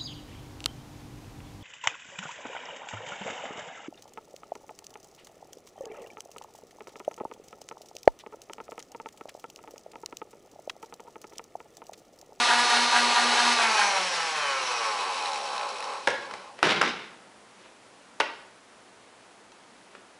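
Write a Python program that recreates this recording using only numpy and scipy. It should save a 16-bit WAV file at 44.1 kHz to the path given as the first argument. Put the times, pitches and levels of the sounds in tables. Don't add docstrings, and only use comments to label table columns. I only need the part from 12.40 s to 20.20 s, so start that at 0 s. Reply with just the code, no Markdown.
import sys
import numpy as np
from scipy import signal
from scipy.fft import rfft, irfft, next_fast_len
from scipy.io import wavfile
from scipy.ndimage import uniform_filter1d, map_coordinates

SR = 44100
rng = np.random.default_rng(int(sys.argv[2]) if len(sys.argv) > 2 else 0)


def transcribe(u):
    v = np.clip(np.atleast_2d(u).T, -1, 1)
    q = np.round(v * 32767).astype(np.int16)
    wavfile.write(sys.argv[1], SR, q)


def amplitude_ratio(level_db):
    exponent = np.asarray(level_db, float) / 20
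    return 10 ** exponent


N = 343929

# (shaft speed at the start [Hz], power off [s], braking at full speed by bearings [Hz/s],
# by grease [Hz/s], by air [Hz/s])
WHEELS = [
    (239.1, 1.141, 48.49, 51.78, 41.91),
    (243.62, 1.137, 48.91, 62.21, 15.26),
]
FULL_HZ, SAG_HZ_PER_S, DRAG_POWER = 240, 0.47, 4
OFF_S = 1.13

SLOW_ORDERS = [-30, -13, 2.5, 9, 12, 7, 0, 2, 4, -2, 4, -3, -1, -3, 5.5, 6, 0, 9, -2, -1, 0, -5, -7, 0, 4,
               8, 3, 0, 0, -2, 0, -4, 8, -8, -8, 10, -6, -6, 12]
FAST_ORDERS = [-28, -6, 5.5, 3.5, 5, 6, -2, -2, 5, -6, -3, 2, -4, -3, -4, -3, -1, -4, -3, -2, 4, -8, 0, 2,
               0, 4, -5, -8, -8, -8, -8, -8, 5, -8, -6, 13, -6, -8, 9]
SLOW_COAST_ORDERS = [-30, -8, -4, -2, -6, -9, -6, -1, -5, 2, 0, -1, -4, -2, -3, -4, -3, -2, -4, -3, -7, -4,
                     -3, -4, -2, -4, -6, -3, -4, -3]
FAST_COAST_ORDERS = [-30, -1, 0, 2, -2, -3, -4, -5, -3, -7, -5, -5, -5, -9]
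# (order, level [dB])
SLOW_POLES = [(21, 6), (24, 4), (27, 6), (30, 13.5), (33, 11), (36, 8), (39, 10), (42, 14), (45, 14),
              (48, 16), (51, 17), (54, 11), (57, 11)]
FAST_POLES = [(21, 12), (24, 1), (27, 2), (30, 3), (33, 3)]
STRIKE_ORDERS = [-19, -13, 2, -1, -4.5, -5, -4, -6, -13, -27]

# (frequency [Hz], width [Hz], level [dB])
SHELL = [(496, 38, -6.5), (883, 150, 4), (2600, 49, -21), (3200, 36, -5), (4070, 55, -21), (4620, 240, -18),
         (5520, 270, -23), (7760, 56, -27), (9700, 98, -21)]
# (frequency [Hz], width [Hz], level [dB])
RIBS = [(2570, 150, 3), (3110, 80, -5), (3950, 140, -1), (4480, 250, -3), (5400, 300, 1), (7940, 130, 1),
        (9310, 130, 0)]
# (frequency [Hz], width [Hz], level [dB])
RATTLE = [(797, 60, -1), (938, 23, 2.5), (1330, 90, -5), (1620, 66, 0), (1860, 49, -2.5), (3140, 1300, -14)]
# (frequency [Hz], width [Hz], level [dB])
STRIKE_SHELL_MODE = [(890, 100, -1)]

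# (frequency [Hz], level [dB])
RUSH = [(71, -75), (120, -35), (330, -13.5), (415, -4), (584, -7), (939, -0.5), (1580, -4.5), (1680, -11),
        (2200, -17.5), (2860, -27.5), (4840, -120)]
# (frequency [Hz], level [dB])
HISS = [(1200, -48), (1700, 0), (2200, -3), (2700, -5), (3500, -3), (4500, -5.5), (5100, -9.5),
        (6000, -9.5), (7400, -13.5), (9000, -17), (11000, -19)]
# (frequency [Hz], level [dB])
WHINE = [(120, -70), (250, -23), (500, -1), (900, -6), (1500, -4), (2500, -4.5), (4500, -3), (6500, -12),
         (11000, -34)]
# (frequency [Hz], level [dB])
COAST = [(100, -14), (300, -13), (470, 4), (620, -3), (850, 1), (1500, 1), (2200, 16), (3000, 17),
         (4600, -6), (5500, 4), (6300, -4), (7500, -10), (11000, -10)]

# (time [s], level [dB])
HELD = [(0, -23), (.6, -24.5), (1.0, -23), (1.15, -24), (1.35, -24), (1.55, -25), (1.9, -29), (2.5, -23.5),
        (2.9, -22), (3.1, -21), (3.45, -20.5), (3.65, -24.5), (3.95, -23), (4.2, -24)]
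# (time [s], level [dB])
BRUSH = [(1.1, -4.5), (1.45, -1.5), (1.75, -3.5), (1.9, 2), (2.3, 0), (2.6, -.5), (2.9, -1.5), (3.1, -0.5),
         (3.25, 0.5), (3.6, 0.5)]
# (time [s], peak level [dB])
RUBS = [(2.6094, -26), (2.668, -27), (2.7096, -28), (2.744, -22), (2.776, -25), (2.7989, -25),
        (2.8236, -24), (2.8578, -21), (2.8697, -24), (2.8822, -28), (2.8947, -27), (2.9187, -22),
        (2.933, -20), (2.9441, -22), (2.959, -21), (3.013, -29), (3.0404, -23.5), (3.0546, -26),
        (3.131, -27), (3.1617, -25), (3.1795, -22), (3.195, -24), (3.212, -24.5), (3.2293, -26),
        (3.2908, -28), (3.3582, -29), (3.3844, -25), (3.405, -23), (3.426, -25), (3.442, -24),
        (3.4884, -31), (3.536, -27)]

# (time [s], peak level [dB], shell ring [Hz], crack level [dB],
# table thump level [dB])
KNOCKS = [(3.6734, -13, 1660, -2, -13), (3.675, -14, 520, -12, -24), (3.677, -11.5, 1620, -15, -12),
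          (3.684, -14.5, 496, -9, -13), (3.703, -27.5, 1100, 2, -11), (3.911, -28, 1390, -7, -15),
          (3.938, -25, 1000, -6, -19), (4.19, -31, 1040, -8, -13), (4.2291, -3, 1410, -8.5, -22),
          (4.242, -13.5, 1680, -8, -15), (4.254, -19, 1480, -1, -11), (4.272, -20, 1490, -4, -13),
          (4.2918, -20, 2900, -8, -18), (4.3107, -22, 2900, -10, -16), (4.323, -18, 1300, -13, -16),
          (4.4138, -8.5, 1650, -8, -17.5), (4.4174, -9, 1350, -7, -17.5), (4.428, -14, 1240, -14, -23),
          (4.4356, -16, 1150, -18, -19), (5.26, -41, 1070, -25, -25), (5.8005, -18, 3830, -3, -27),
          (5.8026, -13.5, 1930, -10, -19), (5.8038, -13.5, 880, -9, -20.5), (5.8058, -15.5, 1490, -20, -17),
          (5.8084, -14, 2750, -14, -23), (5.814, -18.5, 1510, -20, -19.5), (6.415, -53, 821, -21, -4),
          (6.529, -51, 1060, -20, -20), (7.119, -47, 1260, 2, -20), (7.551, -35.5, 1400, -18, -14)]
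# (frequency [Hz], level [dB], 60 dB decay [s])
PANELS = [(345, -17, .04), (934, 2, 0.11), (1490, -0.5, .04), (2010, -11, 0.027), (2570, -14, 0.036),
          (3210, -21, .03), (3930, -37, .03)]
# (frequency [Hz], level [dB])
THUMP = [(25, -24), (60, -25), (130, -30), (200, -24), (350, 1), (600, -0.5), (1200, -49), (3000, -80)]
# (frequency [Hz], level [dB])
CLACK = [(100, -62), (250, -19), (500, -9.5), (900, 1.5), (1700, -1), (2800, -5), (4000, -17.5),
         (8000, -31)]
# (frequency [Hz], level [dB])
CRACK = [(500, -62), (1200, -44), (2500, -5), (3800, -2), (5500, -3.5), (7500, -14), (11000, -22.5)]

# (time [s], length [s], level [dB])
SLIDES = [
    (3.918, .02, -54),
    (4.18, .03, -49),
    (4.233, 0.081, -25),
    (4.36, .06, -37.5),
    (4.442, 0.043, -30),
    (4.558, .1, -49.5),
    (5.17, .08, -59),
    (7.5, .05, -64),
]
# (frequency [Hz], level [dB])
GRIT = [(59, -50), (100, -23), (195, -1), (273, -8.5), (382, 0.5), (717, -11), (807, -6), (891, -4.5),
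        (2690, -5), (3800, -9), (5050, -17), (11100, -38), (14400, -72), (22000, -120)]
# (time [s], level [dB])
FLOOR = [(0.0, -52), (7.8, -54.5)]
# (frequency [Hz], level [dB])
AIR = [(12, -64), (20, -38), (55, -16), (90, -21.5), (118, -9.5), (161, -16.5), (189, -5.5), (418, -6),
       (503, -5.5), (925, -6), (1140, -8), (1240, -8), (4060, -17.5), (8080, -21.5), (11100, -25.5),
       (14400, -61), (22000, -120)]
# (frequency [Hz], 60 dB decay [s])
ROOM = [(150, 0.75), (500, 0.51), (2000, 0.59), (5000, 0.58), (10000, 0.15)]

BODY_GROWS, BRIGHT_GROWS, HUM_GROWS = 1.0, 1.046, 4.7
BRIGHT_DB, HUM_DB, HUM_UNPOWERED_DB = -26, -40.5, -4
BRIGHT_FOLLOWS = 0.43
WHISTLE_RISE_S = 0.34

RATTLE_DB, LIFT_HZ, SETTLE_DB_PER_HZ, WEDGES_DB_PER_S = -22.5, 197, 0.4, 2.5
SHAKEN_HZ, SHAKEN_WIDTH_HZ, SHAKEN_DB = 219.4, 36, 5
SLOW_SHARE, CREST_TURNS, BLOW_POWER, STRIKE_DB = 0.75, 0.28, 1.85, -2.5
FREE_CREST_TURNS, FREE_STRIKE_DB = 0.11, -0.5

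RUB_DB, RUB_T60_S = 4, 0.007
RUB_HZ, TOUCH_DB = 75, -31
HARD_T60_S, SOFTER_S_PER_DB = 0.015, 0.0007
SNAP_DB, SNAP_S = 2.5, 0.00055
GRIP_DB_PER_S, SLIP_DB_PER_S = 3500, 260


def unit(x):
    return x / np.sqrt(np.mean(x ** 2) + 1e-20)


def even(x):
    return x / np.sqrt(np.abs(uniform_filter1d(x ** 2, SR // 2)) + 1e-12)


def along(points, hz):
    f, v = np.transpose(points)
    return np.interp(np.log(hz + 1), np.log(f + 1), v)


def curve(rows):
    s, v = np.transpose(rows)
    return np.interp(np.arange(N) / SR, s, v)


def wobble(rate):
    knots = rng.standard_normal(int(N * rate / SR) + 4)
    return map_coordinates(knots, [np.arange(N) * rate / SR])


def filtered(x, response):
    m = next_fast_len(N + SR // 8)
    return irfft(rfft(x, m) * response(np.fft.rfftfreq(m, 1 / SR)), m)[:N]


def above(corner_hz, order, f):
    return 1 / (1 + (corner_hz / (f + 1)) ** order)


def resonances(modes, f):
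    total = 0
    for k, (centre, width, db) in enumerate(modes):
        mode = 1j * f * width / (centre ** 2 - f ** 2 + 1j * f * width)
        total = total + (-1) ** k * amplitude_ratio(db) * mode
    return total


def shell(f):
    return 0.9 + 1.64 * np.abs(resonances(SHELL, f))


def rush_response(f):
    return amplitude_ratio(along(RUSH, f)) * (0.5 + 0.27 * shell(f))


def hiss_response(f):
    return amplitude_ratio(along(HISS, f)) * (1 + np.abs(resonances(RIBS, f)))


def flywheel(start_hz, off_s, bearings, grease, air):
    t = np.arange(N) / SR
    hz = np.linspace(start_hz - SAG_HZ_PER_S * off_s, 0, 2000)
    braking = bearings + grease * hz / FULL_HZ + air * (hz / FULL_HZ) ** DRAG_POWER
    reached_s = off_s + np.cumsum(hz[0] / len(hz) / braking)
    return np.where(t < off_s, start_hz - SAG_HZ_PER_S * t, np.interp(t, reached_s, hz))


def shafts():
    slow_hz, fast_hz = (flywheel(*wheel) for wheel in WHEELS)
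    slow = np.cumsum(slow_hz * (1 + 0.0004 * wobble(25))) / SR
    beat = np.cumsum(fast_hz - slow_hz) / SR
    fast = beat + np.cumsum(slow_hz * (1 + 0.0004 * wobble(25))) / SR
    return slow_hz, slow, fast, beat


def standing(poles, rest_db):
    return [dict(poles).get(k, rest_db) for k in range(1, 61)]


def revolution(orders_db, turns, upper_db, scatter_db, poles_db):
    k = np.arange(1, 121)
    pole_orders = (k % 3 == 0) * (k > 20)
    db = upper_db + scatter_db * rng.standard_normal(len(k)) + poles_db * pole_orders
    db[:len(orders_db)] = orders_db
    phases = np.exp(2j * np.pi * rng.random(len(k)))
    pattern = irfft(np.r_[0, amplitude_ratio(db) * phases], 8192)
    return np.interp(turns % 1 * len(pattern), np.arange(len(pattern)), pattern)


def powered_whine(slow, fast):
    pattern = revolution(SLOW_ORDERS, slow, -8, 3, 5) * amplitude_ratio(1.5 * wobble(15))
    pattern = pattern + revolution(FAST_ORDERS, fast, -11, 3, 5) * amplitude_ratio(1.5 * wobble(15))
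    whine = filtered(pattern, lambda f: amplitude_ratio(along(WHINE, f)) * (1.2 + 0.34 * shell(f)))
    return whine / np.sqrt(np.mean(whine[:SR // 2] ** 2))


def coasting_whine(slow, fast):
    comb = revolution(SLOW_COAST_ORDERS, slow, -8, 2, 1) * amplitude_ratio(2.5 * wobble(9))
    comb = comb + revolution(FAST_COAST_ORDERS, fast, -12, 2, 1) * amplitude_ratio(2.5 * wobble(9))
    poles = revolution(standing(SLOW_POLES, 0), slow, 0, 3, 10) * amplitude_ratio(2.5 * wobble(7))
    poles = poles + revolution(standing(FAST_POLES, -6), fast, -5, 3, 5)
    knots = rng.standard_normal(200)

    def modal(f):
        return amplitude_ratio(along(COAST, f) + 3.5 * map_coordinates(knots, [f / 70], mode='nearest'))

    coasting = even(filtered(comb, lambda f: modal(f) * rush_response(f)))
    whistle = even(filtered(poles, lambda f: modal(f) * hiss_response(f) * (0.12 + above(4600, 12, f))))
    return coasting, whistle


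def friction_noise(gate, slow_hz, slowed):
    rush_noise = rng.standard_normal(N) * gate * amplitude_ratio(1.5 * wobble(30))
    rush = unit(filtered(rush_noise, rush_response))
    upper = filtered(rush, lambda f: above(1250, 6, f))
    rush = rush - upper * np.clip(1 - slow_hz / 170, 0, 1)
    hiss_noise = rng.standard_normal(N) * gate * amplitude_ratio(1.1 * wobble(40))
    hiss = unit(filtered(hiss_noise, hiss_response))
    ribs = unit(filtered(hiss, lambda f: (2.6 + np.abs(resonances(RIBS, f))) * above(2250, 8, f)))
    return rush, (1 - slowed) * hiss + 0.84 * slowed * ribs


def loose_part(gate, slow_hz, slow, beat, current):
    noise = rng.standard_normal(N) * gate * amplitude_ratio(3 * wobble(150))
    loose = unit(filtered(noise, lambda f: resonances(RATTLE, f) * f ** 4 / (f ** 4 + 450 ** 4)))
    beat_angle = 2 * np.pi * (beat + 0.45)
    shake = 0.46 + 0.45 * np.cos(beat_angle) + 0.17 * np.cos(2 * beat_angle)

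    crest = beat + CREST_TURNS + FREE_CREST_TURNS * (1 - current)
    swing = SLOW_SHARE + np.exp(2j * np.pi * crest)
    blows = (np.abs(swing) / (1 + SLOW_SHARE)) ** (BLOW_POWER + 1 - current)
    blows = blows * amplitude_ratio(FREE_STRIKE_DB * (1.5 - current))
    struck = unit(revolution(STRIKE_ORDERS, slow + np.angle(swing) / (2 * np.pi), -28, 3, 0))
    struck = struck * amplitude_ratio(1.5 * wobble(25))
    struck = filtered(struck, lambda f: (0.16 + 0.84 * above(695, 16, f))
                      * (1 + np.abs(resonances(STRIKE_SHELL_MODE, f))))

    db = RATTLE_DB - WEDGES_DB_PER_S * np.arange(N) / SR
    db = db - SETTLE_DB_PER_HZ * np.clip(LIFT_HZ - slow_hz, 0, None)
    db = db + SHAKEN_DB / (1 + ((slow_hz - SHAKEN_HZ) / SHAKEN_WIDTH_HZ) ** 2)
    return amplitude_ratio(db) * (shake * (0.7 - 0.15 * current) * loose + amplitude_ratio(STRIKE_DB) * blows * struck)


def motors():
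    slow_hz, slow, fast, beat = shafts()
    since_off = np.arange(N) / SR - OFF_S
    current = np.clip(1 - since_off / 0.15, 0, 1)
    speed_db = 20 * np.log10(slow_hz / FULL_HZ + 1e-3)
    held_db, brush_db = curve(HELD), curve(BRUSH)
    blur_db = -np.clip(1 - slow_hz / 65, 0, 1)
    free = amplitude_ratio(blur_db) * np.sqrt(1 - current ** 2)
    slowed = np.clip(1.5 - slow_hz / 90, 0, 0.65)

    coasting, whistle = coasting_whine(slow, fast)
    whine = amplitude_ratio(-3.5) * current * powered_whine(slow, fast) + amplitude_ratio(brush_db) * free * coasting
    whine = whine - slowed * filtered(whine, lambda f: above(1400, 6, f))
    gate = 1 + 0.049 * np.cos(2 * np.pi * slow) + 0.14 * np.cos(2 * np.pi * fast)
    rush, hiss = friction_noise(gate, slow_hz, slowed)

    rush_db = -6 - free * (1.5 + brush_db / 2) - blur_db / 2
    body = amplitude_ratio(held_db + BODY_GROWS * speed_db) * (whine + amplitude_ratio(rush_db) * rush)

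    drying = np.clip(0.35 + since_off / WHISTLE_RISE_S, 0, 1)
    fast_enough = np.clip(slow_hz / 90 - 0.4, 0, 1)
    bright_db = BRIGHT_DB + BRIGHT_GROWS * speed_db + BRIGHT_FOLLOWS * (held_db - HELD[0][1])
    bright = (0.9 - 0.1 * free) * hiss + amplitude_ratio(-5.5) * free * drying * fast_enough * whistle

    hum = 0.83 * np.sin(2 * np.pi * slow) + 1.08 * np.sin(2 * np.pi * (slow + beat + 0.13))
    hum_db = HUM_DB + HUM_GROWS * speed_db + HUM_UNPOWERED_DB * np.sqrt(1 - current)
    rattle = loose_part(gate, slow_hz, slow, beat, current)
    return body + amplitude_ratio(bright_db) * bright + rattle + amplitude_ratio(hum_db) * hum


def floor():
    air = filtered(rng.standard_normal(N), lambda f: amplitude_ratio(along(AIR, f)))
    return amplitude_ratio(curve(FLOOR) + 0.2 * wobble(8.8)) * unit(air)


def rubbing():
    shaft_hz = flywheel(*WHEELS[0])
    hits = np.zeros(N)
    at = np.flatnonzero(np.diff(np.floor(np.cumsum(shaft_hz) / SR)))
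    touches = amplitude_ratio(TOUCH_DB + 3.4 * rng.standard_normal(len(at)))
    hits[at] = touches / (1 + ((shaft_hz[at] - RUB_HZ) / 25) ** 4)
    s, db = np.transpose(RUBS)
    hits[np.round(s * SR).astype(int)] = amplitude_ratio(db + RUB_DB)
    decay = amplitude_ratio(-60 * np.arange(SR // 50) / SR / RUB_T60_S)
    bursts = signal.fftconvolve(hits, decay)[:N] * rng.standard_normal(N)
    return filtered(bursts, lambda f: amplitude_ratio(along(HISS, f)) * (0.9 + 2.3 * resonances(RIBS, f)))


def knocks():
    rings, bursts = np.zeros(N + SR), np.zeros((3, N + SR))
    t = np.arange(SR // 8) / SR
    for s, db, hz, crack_db, thump_db in KNOCKS:
        start = round(s * SR)
        span = slice(start, start + len(t))
        t60 = HARD_T60_S - SOFTER_S_PER_DB * db
        fading = amplitude_ratio(-60 * t / np.clip(0.4 * t60, 0.004, 0.07))
        snap = amplitude_ratio(SNAP_DB) * np.exp(-t / SNAP_S)
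        ring = (fading + snap) * np.sin(2 * np.pi * hz * t)
        panels = 0
        for f, g, life in PANELS:
            panel_db = g + rng.normal(0, 4.9) - 60 * t / min(life, 0.09)
            panels = panels + amplitude_ratio(panel_db) * np.sin(2 * np.pi * f * t)
        rings[span] += amplitude_ratio(db - 4) * (ring + 0.1 * panels)
        thump_fade = thump_db + 16.5 - 60 * t / 0.1
        clack_fade = 3.5 - 60 * t / t60
        crack_fade = crack_db + 6 - 60 * t / (0.51 * t60)
        fades = amplitude_ratio([thump_fade, clack_fade, crack_fade])
        bursts[:, span] += amplitude_ratio(db) * fades * rng.standard_normal((3, len(t)))
    out = filtered(rings[:N], lambda f: (1j * f / (250 + 1j * f)) ** 2)
    for burst, colour in zip(bursts, (THUMP, CLACK, CRACK)):
        out = out + filtered(burst[:N], lambda f: amplitude_ratio(along(colour, f)))
    return out


def slide():
    t = np.arange(N) / SR
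    stroke = np.zeros(N)
    for s, length, db in SLIDES:
        grip_db = GRIP_DB_PER_S * np.clip(s - t, 0, 1)
        slip_db = SLIP_DB_PER_S * np.clip(t - s - length, 0, 1)
        stroke += amplitude_ratio(db - grip_db - slip_db)
    grains = rng.standard_normal(N) * amplitude_ratio(2 * wobble(500) + 1.2 * wobble(60))
    return stroke * unit(filtered(grains, lambda f: amplitude_ratio(along(GRIT, f))))


def room(x):
    out, hop = np.zeros(N + 3 * SR), SR // 3
    for a in range(0, N, hop):
        hz, t, z = signal.stft(rng.standard_normal(SR * 3 // 5), SR, nperseg=256)
        decay = amplitude_ratio(-60 * t / along(ROOM, hz)[:, None])
        tail = signal.istft(z * decay, SR, nperseg=256)[1]
        start = max(a - hop, 0)
        part = x[start:a + hop]
        part = part * np.hanning(2 * hop)[-len(part):]
        wet = signal.fftconvolve(part, tail / np.linalg.norm(tail))
        out[start + 300:][:len(wet)] += wet
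    return out[:N]


def scene():
    drive = motors() + rubbing()
    contacts = knocks() + slide()
    reverberant = room(amplitude_ratio(-13) * drive + amplitude_ratio(-6) * contacts)
    mono = drive + contacts + reverberant + floor()
    return np.array([mono, mono])


def low_pass(x):
    return signal.sosfilt(signal.butter(12, 11690, fs=SR, output="sos"), x)


def record(dry):
    mono = dry[0] / (1 + np.abs(dry[0] / 0.8) ** 4) ** 0.25
    mono = filtered(mono, lambda hz: (hz < 11050) * 1j * hz / (30 + 1j * hz))
    return low_pass(np.array([mono, mono]))


dry = scene()
out = record(dry)
transcribe(out)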